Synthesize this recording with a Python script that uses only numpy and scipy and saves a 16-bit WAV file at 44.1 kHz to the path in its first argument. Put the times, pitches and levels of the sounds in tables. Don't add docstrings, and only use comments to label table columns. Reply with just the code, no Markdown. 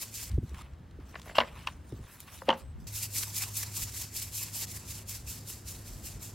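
import sys
import numpy as np
from scipy import signal
from scipy.fft import rfft, irfft, next_fast_len
from scipy.io import wavfile
from scipy.ndimage import uniform_filter1d, map_coordinates

SR = 44100
rng = np.random.default_rng(int(sys.argv[2]) if len(sys.argv) > 2 else 0)


def unload_wav(signal):
    wavfile.write(
        sys.argv[1],
        SR,
        np.round(np.clip(np.atleast_2d(signal).T, -1, 1) * 32767).astype(np.int16),
    )


def ratio_of_db(decibels):
    return 10 ** (np.asarray(decibels, float) / 20)


N = 279593

# (throw time [s], throw level [dB], time until return [s], return level [dB],
# stop [ms per 10 dB])
STROKES = [(-0.03, -39, 0.056, -37, 14), (0.166, -36, 0.054, -39, 43), (2.779, -35, 0.098, -43, 27),
           (2.968, -33.5, 0.063, -33.5, 33), (3.169, -30, 0.064, -31, 9), (3.373, -32, 0.059, -32.5, 13),
           (3.575, -33.5, 0.058, -34, 8), (3.773, -33, 0.061, -32, 11), (3.967, -36, 0.046, -38.5, 40),
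           (4.173, -33.5, 0.059, -35.5, 13), (4.368, -33, 0.063, -34, 9), (4.564, -33.5, 0.058, -33.5, 23),
           (4.71, -41.5, 0.06, -39.5, 10), (4.902, -38.5, 0.058, -42, 35), (5.099, -37, 0.053, -42, 23),
           (5.293, -38, 0.053, -43.5, 50), (5.492, -37.5, 0.054, -49, 61), (5.69, -39, 0.051, -48, 79),
           (5.871, -45, 0.052, -50, 87), (6.06, -39, 0.049, -48, 52), (6.236, -40.5, 0.057, -51, 44)]
# (from [s], to [s])
SHAKING = [
    (0, .299),
    (2.869, 6.4),
]
# (time [s], peak level [dB])
CLUMPS = [(2.9592, -30), (3.0274, -20.5), (3.1644, -28), (3.1814, -18.5), (3.363, -19), (3.3814, -17),
          (3.568, -19), (3.5834, -34), (3.7663, -27), (4.0124, -22.5), (4.1624, -27), (4.2254, -23),
          (4.3655, -23), (4.4278, -20.5), (4.7094, -31), (4.9014, -26), (4.9694, -39), (5.0933, -28),
          (5.1564, -44), (5.2854, -29), (5.4839, -37), (5.681, -28)]
# (time [s], level [dB], half length [s])
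PAUSES = [
    (3.086, -9.5, 0.016),
    (5.052, -7, 0.0098),
]
# (time [s], level [dB], rise [ms per 10 dB], fall [ms per 10 dB])
PATTER = [
    (.28, -60, 12, 15),
    (3.278, -52, 12, 22),
    (3.372, -56, 8, 10),
    (3.468, -53, 12, 18),
    (3.69, -56, 25, 15),
    (3.88, -60, 15, 25),
    (4.27, -59, 15, 25),
    (4.47, -59, 15, 25),
    (4.84, -58, 15, 20),
    (5.0, -63, 15, 20),
]
# (frequency [Hz], density [dB per Hz])
CRYSTALS = [(1760, -30), (2700, -10), (3200, -9.5), (3700, -6), (4660, -3), (6350, -1.5), (7560, 1.5),
            (8600, -2), (10000, -2), (10750, -4.5), (11500, -1.5), (13200, -2.5), (15100, -7.5),
            (16000, -7)]
# (frequency [Hz], width [Hz], level [dB])
DRUM = [(896, 450, -6), (1400, 990, -5.5), (2164, 720, 0.5), (2630, 590, 0.5), (4840, 1040, -3)]
# (from [s], rumble level [dB], air level [dB])
YARD = [
    (0, -57.5, -56),
    (.299, -52, -58),
    (1.0, -52, -57),
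    (2.05, -58.5, -60),
    (2.62, -49, -58),
    (2.868, -54.5, -55.5),
    (4.66, -52.5, -54.5),
    (5.7, -51, -53),
]
# (frequency [Hz], density [dB per Hz])
RUMBLE = [(15, -56), (28, -20), (45, 0.5), (70, 8), (100, -5.5), (140, -5.5), (250, -55)]
# (frequency [Hz], density [dB per Hz])
AIR = [(53, -17), (90, -2.5), (234, -11.5), (353, -17.5), (581, -23.5), (804, -25.5), (1290, -28.5),
       (1830, -29.5), (2180, -33.5), (2380, -34.5), (3510, -37.5), (3740, -38.5), (16000, -57)]
# (time [s], frequency [Hz], level [dB])
HUM = [
    [(0, 103, -55.5), (.3, 109, -53.5)],
    [(2.868, 102.3, -45), (3.9, 102, -46.5), (4.1, 103.1, -50), (5.4, 101.6, -52), (6.34, 102.7, -51)],
]
# (middle time [s], half length [s], frequency [Hz], level [dB])
CHIRPS = [
    (1.51, 0.03, 8200, -74),
    (2.645, 0.065, 8100, -70),
    (2.225, .045, 7400, -72),
    (2.82, .025, 7900, -74),
]
# (time [s], peak level [dB], frequency [Hz])
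CREASES = [(.584, -44, 1300), (.611, -44, 1250), (.62, -49, 1700), (1.2295, -47, 3500), (1.591, -43, 2330),
           (.03, -43, 600), (.795, -61, 3000), (2.04, -50, 1630), (2.2035, -46, 2500), (2.418, -56, 9000),
           (2.4545, -49, 6100)]
# (time [s], peak level [dB],
# frequency [Hz])
TICKS = [(0.315, -42, 2960), (0.3445, -50, 4540), (0.4932, -44, 5000), (0.545, -43, 1800),
         (0.911, -52, 3000), (1.175, -59, 2250), (1.1963, -41.5, 3300), (1.217, -38.5, 4100),
         (2.2033, -31.5, 10700), (2.281, -61.5, 2760), (1.383, -34, 4250), (1.4007, -40, 4270),
         (1.6726, -32.5, 4170), (1.674, -42, 2200), (3.233, -28.5, 2220), (3.437, -26, 2340),
         (1.9225, -46.5, 700), (.735, -54, 3000), (3.632, -31, 2300), (4.63, -50, 2600)]
# (peak time [s], drag level [dB], rustle level [dB], rise [ms per 10 dB],
# fall [ms per 10 dB])
RUBS = [(0.305, -57.5, -60, 9, 39), (0.5, -65.5, -62.5, 47, 46), (0.543, -50, -62, -2, 17),
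        (0.595, -54.5, -67, 49, 67), (0.622, -53.5, -53.5, 39, 0), (1.0, -64, -74, -2, 90),
        (1.092, -67, -64, 36, 90), (1.2, -50.5, -60, 44, 1), (1.26, -59, -58.5, 23, 70),
        (1.307, -48.5, -65, 35, 18), (1.3538, -34.5, -52, 3, 62.5), (1.59, -52, -59.5, 44, 88),
        (1.668, -49, -55.5, 4, 38), (1.896, -79, -63, 36, 10), (1.958, -68, -64.5, 69, 92),
        (2.115, -56.5, -58, 74.5, 62), (2.202, -57.5, -55, 16, 34), (2.28, -52.5, -64, 10, 31),
        (2.34, -52, -51.5, 41, 55), (2.492, -43, -63, 14.5, 62), (2.59, -53, -53, 13, 15),
        (2.808, -85, -65.5, 9, 70)]
# (time [s], level [dB], rise [ms per 10 dB], fall [ms per 10 dB])
SLIDES = [
    (.612, -65, 12, 4),
    (1.26, -59, 10, 30),
    (1.362, -53, 8, 35),
    (1.58, -66, 55, 60),
    (1.895, -68, 15, 15),
    (2.12, -53, 19, 42),
    (2.345, -52.5, 46, 40),
    (2.47, -63, 30, 20),
    (2.59, -56, 20, 15),
    (2.81, -77, 8, 40),
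]
# (time [s], level [dB], rise [ms per 10 dB], fall [ms per 10 dB], optional hold [ms])
GRIND = [
    (1.3525, -37, 1, 14, 16),
    (1.62, -62, 40, 28),
    (2.472, -60, 16, 14),
]
# (time [s], level [dB], rise [ms per 10 dB], fall [ms per 10 dB])
KNEAD = [
    (0.38, -39.5, 59, 70),
    (1.91, -63.5, 300, 297),
    (2.47, -63, 200, 199),
    (2.86, -61, 201, 49),
]
# (frequency [Hz], density [dB per Hz])
RUB = [(300, -26), (600, -7), (1000, 3), (1500, -3), (2100, -2), (2900, -4), (4000, -12.5), (6000, -18.5),
       (9000, -77)]
# (frequency [Hz], density [dB per Hz])
RUSTLE = [(2060, -39), (3500, -4.5), (4660, -7), (6820, -6), (7800, -3.5), (9500, -8), (12000, -13.5),
          (16000, -11)]
# (frequency [Hz], density [dB per Hz])
SHEEN = [(6000, -28), (8500, -10), (10500, 4), (12000, 5), (13500, -9), (16000, -3)]
# (frequency [Hz], density [dB per Hz])
TABLE = [(60, -22.5), (110, 2), (170, 5.5), (300, -7), (450, -28), (800, -44)]
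# (middle time [s], peak level [dB], frequency [Hz], half length [s])
WOBBLES = [(0.319, -28.5, 89, 0.0084), (0.352, -21, 69, 0.012), (0.386, -17.5, 102, 0.0033),
           (0.403, -41, 70, 0.011), (0.438, -29, 91.5, 0.0058), (0.533, -32.5, 70, 0.0099),
           (0.58, -39, 69.6, 0.0053), (0.736, -36.5, 68, 0.0072), (0.858, -41, 67, 0.0081),
           (1.804, -43, 77, 0.013), (1.93, -31.5, 107, 0.0051), (1.947, -36.5, 88.6, 0.013),
           (2.011, -35, 85.5, 0.0038), (2.051, -40, 80, 0.0033), (2.696, -41, 81.4, 0.0083),
           (1.415, -41, 232, 0.017), (2.49, -36, 318, 0.0029), (2.524, -41.5, 231, 0.032),
           (2.533, -49, 170, 0.021), (5.926, -41, 43.3, 0.027), (6.168, -41, 50.7, 0.023)]
# (middle time [s], peak level [dB], frequency [Hz], half length [s])
BOARD_RINGS = [
    (1.674, -23, 1080, 0.00085),
    (1.678, -38, 970, .0015),
    (1.6875, -35, 1040, 0.0018),
    (1.2, -51, 1000, 0.0018),
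    (.615, -47, 1230, .004),
    (.593, -44.5, 950, 0.0018),
]
# (time [s], peak level [dB])
PATS = [
    (0.378, -22),
    (0.428, -35),
    (0.514, -40.5),
    (0.986, -36.5),
    (1.923, -28.5),
    (1.941, -40),
    (1.989, -40),
    (2.485, -22.5),
]
# (time [s], board peak [dB], deep thud peak [dB], snap peak [dB])
SNAPS = [(1.1425, -42, -40, -55), (1.1541, -29, -67, -41.5), (1.158, -34, -38, -53),
         (1.3828, -15.5, -16, -15), (1.3844, -10, -12.5, -15.5), (1.3864, -15.5, -14, -21),
         (1.3917, -26, -26, -33), (1.6705, -46, -46, -29.5), (1.6727, -37, -48, -20.5),
         (1.6765, -35, -50, -45), (1.7005, -51, -57, -53), (1.684, -38, -41, -42), (2.419, -34, -39, -58)]
# (time [s], board peak [dB], deep thud peak [dB], snap peak [dB])
KNOCKS = [(1.4025, -17.5, -36, -15), (1.4065, -21, -41, -24), (1.4115, -21, -25, -31.5),
          (1.4195, -28, -40, -48), (1.4265, -35, -42, -51), (1.4335, -31, -44, -54), (1.583, -65, -62, -48),
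          (2.4928, -14, -24.5, -31.5), (2.4962, -19.5, -25, -42), (2.5026, -15.5, -33, -17),
          (2.5075, -22, -33, -40), (2.514, -23, -33, -46), (2.527, -24, -39, -29.5),
          (2.5305, -25.5, -40, -50), (2.5105, -37, -39, -33), (2.538, -40, -51, -49)]
# (time [s], board peak [dB], deep thud peak [dB], snap peak [dB])
SLAPS = [
    (1.274, -45, -41, -54),
    (1.295, -36.5, -39, -61),
    (1.262, -51, -47, -56),
    (1.312, -49, -42, -62),
    (2.483, -43, -16, -38),
    (2.4893, -16.5, -25.5, -16.5),
]
# (frequency [Hz], width [Hz], level [dB])
BOARD_LIFTED = [(990, 118, -1), (1200, 170, -2), (1450, 180, -0.5), (1775, 170, 2.5), (1990, 130, 4),
                (2270, 380, -3.5)]
# (frequency [Hz], width [Hz], level [dB])
FLESH_LIFTED = [(231, 87, -16), (333, 100, -15), (560, 120, -2), (656, 217, 7.5)]
# (frequency [Hz], width [Hz], level [dB])
BONE_LIFTED = [(2810, 300, 12), (3300, 380, 7.5), (3820, 230, 6), (4600, 660, -0.5), (5430, 500, -5)]
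# (frequency [Hz], width [Hz], level [dB])
BOARD = [(892, 113, 7), (1176, 174, 1.5), (1420, 380, -3), (2020, 290, -6)]
# (frequency [Hz], width [Hz], level [dB])
FLESH = [(184, 33, -12), (218, 57, -16), (328, 240, -14.5), (533, 36, 5), (736, 40, 2.5)]
# (frequency [Hz], width [Hz], level [dB])
BONE = [(2880, 190, 22.5), (3300, 610, 2.5), (3830, 130, 0), (4580, 840, -5), (5300, 240, -9)]
# (frequency [Hz], time to fall 60 dB [s])
ECHO = [(200, 0.55), (800, 0.17), (3000, 0.047), (10000, 0.21)]
# (frequency [Hz], side over mid [dB])
WIDE = [(60, -15), (130, -19), (300, -12), (640, -3), (1400, -3), (5500, -2), (8500, -5), (12500, -5),
        (15500, -5)]
# (from [Hz], to [Hz])
MONO = [(1580, 5100), (9300, 12800)]
# (from [s], to [s], level [dB])
BREEZE = [
    (.27, 0.464, -3),
    (0.596, 1.015, -3),
    (1.14, 1.206, -4),
    (1.603, 1.91, -4.5),
    (2.113, 2.71, 0.5),
    (2.75, 2.86, 13),
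    (5.143, 5.2, -5),
    (5.89, 6.287, -0.5),
]

THROW_RISE_MS, THROW_FALL_MS, THROW_HOLD_MS, THROW_LEADS_MS = 24.4, 25.7, 19.3, 5.6
FLICK_FROM_S, FLICK_RISE_MS, FLICK_HOLD_MS = 5.05, 16.3, 23
RETURN_RISE_MS = 21
TRICKLE_AFTER_S, TRICKLE_DB, TRICKLE_RISE_MS, TRICKLE_FALL_MS = 0.029, -10.5, 24, 66
WALL_THROW_DB, WALL_RETURN_DB, WALL_TRICKLE_DB = -16, -12, -10.5
LATE_WALL_DB = -0.5
CUT_S, CUT_DB, CUT_BACK_S = 4.655, -11.5, 0.032
THROW_SPARKLE_DB, THROW_BODY_DB, REST_SPARKLE_DB = 1, 1, 0.5
CLUMP_DB, CLUMP_LAG_S, CLUMP_RISE_MS, CLUMP_FALL_MS = -13, .003, 3, 10
BASE_HZ, BASE_WIDTH_HZ = 970, 210
TICK_T60_S = 0.019
CREASE_LINGERS = 1.28
RESTING_DB, LIFTED_S = -63, 2
PAT_HZ = 519
SNAP_T60_S, KNOCK_T60_S, SLAP_T60_S = 0.011, 0.013, 0.017
SETTLED_S, HARD_DB = 2, -30
PUSH, PUSH_S, CONTACT_RISE_S = 1.2, 0.000195, 0.00013
BASS_MONO_HZ, TREBLE_HZ, TOP_HZ = 243, 12900, 15880
STARVE_DB, STARVE_S = -21, 0.023


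def unit(x):
    return x / np.sqrt(np.mean(x ** 2) + 1e-20)


def along(points, hz):
    f, v = np.transpose(points)
    return np.interp(np.log(hz + 1), np.log(f + 1), v)


def curves(rows):
    s, *cols = np.transpose(rows)
    return [np.interp(np.arange(N) / SR, s, c) for c in cols]


def wobble(rate):
    knots = rng.standard_normal(int(N * rate / SR) + 4)
    return map_coordinates(knots, [np.arange(N) * rate / SR])


def filtered(x, response):
    m = next_fast_len(N + SR // 2)
    return irfft(rfft(x, m) * response(np.fft.rfftfreq(m, 1 / SR)), m)[..., :N]


def modes(table):
    def response(f):
        return sum((-1) ** k * ratio_of_db(db) * 1j * f * w / (c * c - f * f + 1j * f * w)
                   for k, (c, w, db) in enumerate(table))
    return response


def coloured(points):
    return lambda hz: ratio_of_db(along(points, hz))


def grains(rate, spread_db, patchy_db):
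    size = (rng.random(N) < rate / SR) * ratio_of_db(spread_db * np.clip(rng.exponential(size=N), 0, 3))
    z = signal.stft(size * rng.standard_normal((2, N)), nperseg=256)[2]
    field = uniform_filter1d(rng.standard_normal(z.shape[1:]), 3, axis=0)
    field = uniform_filter1d(field, 11, axis=1)
    return signal.istft(z * ratio_of_db(patchy_db * unit(field)), nperseg=256)[1][:, :N]


def spread(pair, response, wide_db):
    def wide(hz):
        mono = sum((hz > a) & (hz < b) for a, b in MONO)
        return ratio_of_db(along(WIDE, hz) + wide_db) * (1 - mono)
    mid, side = filtered(pair, lambda hz: response(hz) * [1 + 0 * hz, wide(hz)])
    return np.array([mid + side, mid - side]) / np.std(mid)


def swells(rows):
    t = np.arange(0, N, 100) / SR
    power = 0
    for s, db, rise, fall, *hold in rows:
        before = (s - t) / max(rise, 1)
        after = np.clip(t - s - sum(hold) / 1e3, 0, None) / max(fall, 1)
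        fade_db = 9440.0 * np.where(t < s, before, after)
        rounded_db = np.sqrt(fade_db ** 2 + 3.3 ** 2) - 1.5
        power = power + ratio_of_db(db - rounded_db) ** 2
    return np.interp(np.arange(N) / SR, t, np.sqrt(power))


def shakes():
    rows = []
    for s, db, turn, back_db, stop in STROKES:
        shape = (THROW_RISE_MS, THROW_FALL_MS, THROW_HOLD_MS)
        if s > FLICK_FROM_S:
            shape = (FLICK_RISE_MS, THROW_FALL_MS, FLICK_HOLD_MS)
        back = s + turn
        rows += [(s - THROW_LEADS_MS / 1e3, db - 2.0, *shape, WALL_THROW_DB),
                 (back, back_db, RETURN_RISE_MS, stop, 0, WALL_RETURN_DB),
                 (back + TRICKLE_AFTER_S, back_db + TRICKLE_DB, TRICKLE_RISE_MS, TRICKLE_FALL_MS, 0,
                  WALL_TRICKLE_DB)]
    return rows


def salt():
    t = np.arange(N) / SR
    rows = shakes()
    clumps = [(s + CLUMP_LAG_S, db + CLUMP_DB, CLUMP_RISE_MS, CLUMP_FALL_MS) for s, db in CLUMPS]
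    hiss = swells([row[:-1] for row in rows] + clumps)
    thrown = (swells([row[:-1] for row in rows[::3]]) / hiss) ** 2
    wall = swells([(s, db + wall_db, *shape) for s, db, *shape, wall_db in rows])
    wall = wall * ratio_of_db(LATE_WALL_DB * (t > CUT_S))

    gate = sum((t >= a) & (t < b) for a, b in SHAKING)
    gate = gate * ratio_of_db(CUT_DB * (t > CUT_S) * np.clip(1 - (t - CUT_S) / CUT_BACK_S, 0, 1))
    gate = gate * ratio_of_db(sum(db * np.exp(-.5 * ((t - s) / half) ** 2) for s, db, half in PAUSES))

    fine = spread(grains(20000, spread_db=1.2, patchy_db=1.2), coloured(CRYSTALS), wide_db=0)
    sparkle = filtered(fine, lambda hz: 1 / (1 + (9500 / (hz + 1)) ** 8))
    body = filtered(fine, lambda hz: 1 / (1 + (hz / 4200) ** 8))
    sparkle_db = thrown * THROW_SPARKLE_DB + (1 - thrown) * REST_SPARKLE_DB + 0.81 * wobble(15)
    sparkle_gain = (hiss / ratio_of_db(-39.0)) ** 0.22 * ratio_of_db(sparkle_db)
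    fine = fine + sparkle * (sparkle_gain - 1) + body * (ratio_of_db(thrown * THROW_BODY_DB) - 1)

    drum = spread(grains(6000, spread_db=1.5, patchy_db=3), modes(DRUM), wide_db=-3)
    base_modes = modes([(BASE_HZ, BASE_WIDTH_HZ, 0)])
    patter = spread(grains(3000, spread_db=0.5, patchy_db=4.5), base_modes, wide_db=-17)
    base = swells(PATTER) * patter
    return gate * ratio_of_db(1.13 * wobble(90)) * (hiss * fine + wall * ratio_of_db(3.5) * drum + base)


def yard():
    t = np.arange(N) / SR
    start, *levels = np.transpose(YARD)
    now = np.clip(np.searchsorted(start, t) - 1, 0, None)
    rumble_db, air_db = np.array(levels)[:, now]
    rumble = spread(rng.standard_normal((2, N)), coloured(RUMBLE), wide_db=3.0)
    rumble = ratio_of_db(rumble_db + 3.1 * wobble(12)) * rumble
    air = spread(rng.standard_normal((2, N)), coloured(AIR), wide_db=0)
    air = ratio_of_db(air_db + 3 + .7 * wobble(9)) * air
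    hum = 0
    for rows in HUM:
        hz, db = curves(rows)
        on = (t >= rows[0][0]) & (t < rows[-1][0])
        tone = np.sin(2 * np.pi * np.cumsum(hz) / SR)
        hum = hum + on * np.sqrt(2) * ratio_of_db(db + 0.62 * wobble(6.8)) * tone
    insect = 0
    for s, half, hz, db in CHIRPS:
        level = ratio_of_db(db + 2.2 * wobble(130) - 3.2 * ((t - s) / half) ** 4)
        insect = insect + level * np.sin(2 * np.pi * hz * t + 1.4 * wobble(320))
    return rumble + air + hum + insect


def ticks(rows):
    t = np.arange(SR // 20) / SR
    out = np.zeros(N + SR)
    for s, db, hz in rows:
        band = signal.butter(1, [hz / 1.4, min(hz * 1.4, 16000)], "bandpass", fs=SR)
        puff = signal.lfilter(*band, rng.standard_normal(len(t))) * ratio_of_db(-60 * t / TICK_T60_S)
        out[round(s * SR):][:len(t)] += ratio_of_db(db) * puff / np.abs(puff).max()
    return out[:N]


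def hands():
    t = np.arange(N) / SR
    gate = (t > SHAKING[0][1]) & (t < SHAKING[1][0])
    rub = spread(grains(7000, spread_db=1.5, patchy_db=2.5), coloured(RUB), wide_db=-6)
    rub = swells([(s, db, rise, fall) for s, db, _, rise, fall in RUBS]) * rub
    rustle = spread(grains(9000, spread_db=3.5, patchy_db=4.5), coloured(RUSTLE), wide_db=0.0)
    rustle = swells([(s, db, rise, CREASE_LINGERS * fall) for s, _, db, rise, fall in RUBS]) * rustle
    sheen = spread(grains(9000, spread_db=-4.0, patchy_db=1.2), coloured(SHEEN), wide_db=0.1)
    sheen = swells(SLIDES) * sheen
    grind = swells(GRIND) * unit(filtered(rng.standard_normal(N), modes(BONE[:2])))
    weight = np.hypot(swells(KNEAD), ratio_of_db(RESTING_DB) * (t < LIFTED_S))
    table = spread(rng.standard_normal((2, N)), coloured(TABLE), wide_db=-17.0)
    knead = weight * ratio_of_db(-2.5 + 6.5 * wobble(30.26)) * table
    return gate * (ratio_of_db(1.2 * wobble(70)) * (rub + rustle + sheen + grind) + knead)


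def thumps():
    out = np.zeros(N)
    u = np.arange(-SR // 8, SR // 8) / SR
    for s, db, hz, half in WOBBLES + BOARD_RINGS:
        pulse = np.cos(2 * np.pi * hz * u) * np.exp(-.5 * (u / half) ** 2)
        out[round(s * SR) - SR // 8 - 1:][:len(u)] += ratio_of_db(db) * pulse
    u = np.arange(SR // 4) / SR
    turns = PAT_HZ * 0.01198 * np.log(1 + u / 0.01172)
    for s, db in PATS:
        level = ratio_of_db(db - 60 * u / 0.072) * (1 - np.exp(-u / 0.005))
        out[round(s * SR):][:len(u)] += level * np.sin(2 * np.pi * turns)
    return out


def cracks():
    t = np.arange(SR // 4) / SR
    f = np.fft.rfftfreq(len(t), 1 / SR)

    def soft(top_hz):
        return 1 / (1 + 1j * f / top_hz) ** 2

    def body(board, flesh, bone):
        firm = (1 - 1 / (1 + 1j * f / 1800)) ** 2 * soft(4700)
        return np.array([modes(board)(f) * soft(2500), modes(flesh)(f) * soft(1050), modes(bone)(f) * firm])

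    lifted = body(BOARD_LIFTED, FLESH_LIFTED, BONE_LIFTED)
    settled = body(BOARD, FLESH, BONE)
    push_width = PUSH_S * np.array([[1], [1], [.15]])
    push = PUSH * np.exp(-.5 * ((t - 2 * PUSH_S) / push_width) ** 2)
    out = np.zeros(N + SR)
    kinds = [(SNAPS, SNAP_T60_S), (KNOCKS, KNOCK_T60_S), (SLAPS, SLAP_T60_S)]
    for s, *peak_db, t60 in sorted((*row, t60) for rows, t60 in kinds for row in rows):
        burst = rng.standard_normal((3, len(t))) * ratio_of_db(-60 * t / np.clip(t60, .002, .02))
        burst = burst * (1 - np.exp(-t / CONTACT_RISE_S))
        burst = burst + push * (peak_db[2] > HARD_DB)
        rings = irfft(rfft(burst) * (settled if s > SETTLED_S else lifted), len(t))
        rings[0] *= ratio_of_db(-60 * t / (6 * max(t60, .002)))
        out[round(s * SR):][:len(t)] += ratio_of_db(peak_db) / np.abs(rings).max(axis=1) @ rings
    return out[:N]


def shelter(x):
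    hz, t, z = signal.stft(rng.standard_normal((2, SR // 3)), SR, nperseg=256)
    decay = ratio_of_db(-60 * t / along(ECHO, hz)[:, None])
    mid, side = signal.istft(z * decay, SR, nperseg=256)[1]
    tail = np.array([mid + 0.31 * side, mid - 0.32 * side])
    late = np.pad(x, (200, 0))[None]
    return signal.fftconvolve(late, tail / np.linalg.norm(mid), axes=1)[:, :N]


def scene():
    bird = cracks() + ticks(TICKS)
    low = thumps()
    table = np.array([np.roll(low, shift=-1), np.roll(low, shift=1)])
    edge = filtered(bird, modes([(1300, 330, -9)]))
    direct = bird * ratio_of_db([[.3], [-.3]]) + np.roll(edge, shift=90) * [[1], [-1]]
    echo = ratio_of_db(-12.0) * shelter(bird)
    return salt() + yard() + ticks(CREASES) + hands() + table + direct + echo


def low_pass(x):
    return signal.sosfilt(signal.butter(12, 16680, fs=SR, output="sos"), x)


def record(dry):
    t = np.arange(N) / SR
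    mid, side = (dry[0] + dry[1]) / 2, (dry[0] - dry[1]) / 2
    puffs = uniform_filter1d(sum(ratio_of_db(db) * (t > a) * (t < b) for a, b, db in BREEZE), size=600)
    side = side + (puffs - 1) * filtered(side, lambda hz: 1 / (1 + (hz / BASS_MONO_HZ) ** 8))
    pair = np.array([mid + side, mid - side])
    middle_band = mid - uniform_filter1d(mid, size=70) - np.diff(mid, prepend=0)
    blow = np.abs(uniform_filter1d(middle_band ** 2, size=round(STARVE_S * SR)))
    starved = blow / (blow + ratio_of_db(STARVE_DB) ** 2)
    pair = pair - starved * filtered(pair, lambda hz: hz > TREBLE_HZ)
    return low_pass(filtered(pair, lambda hz: hz < TOP_HZ))


dry = scene()
out = record(dry)
unload_wav(out)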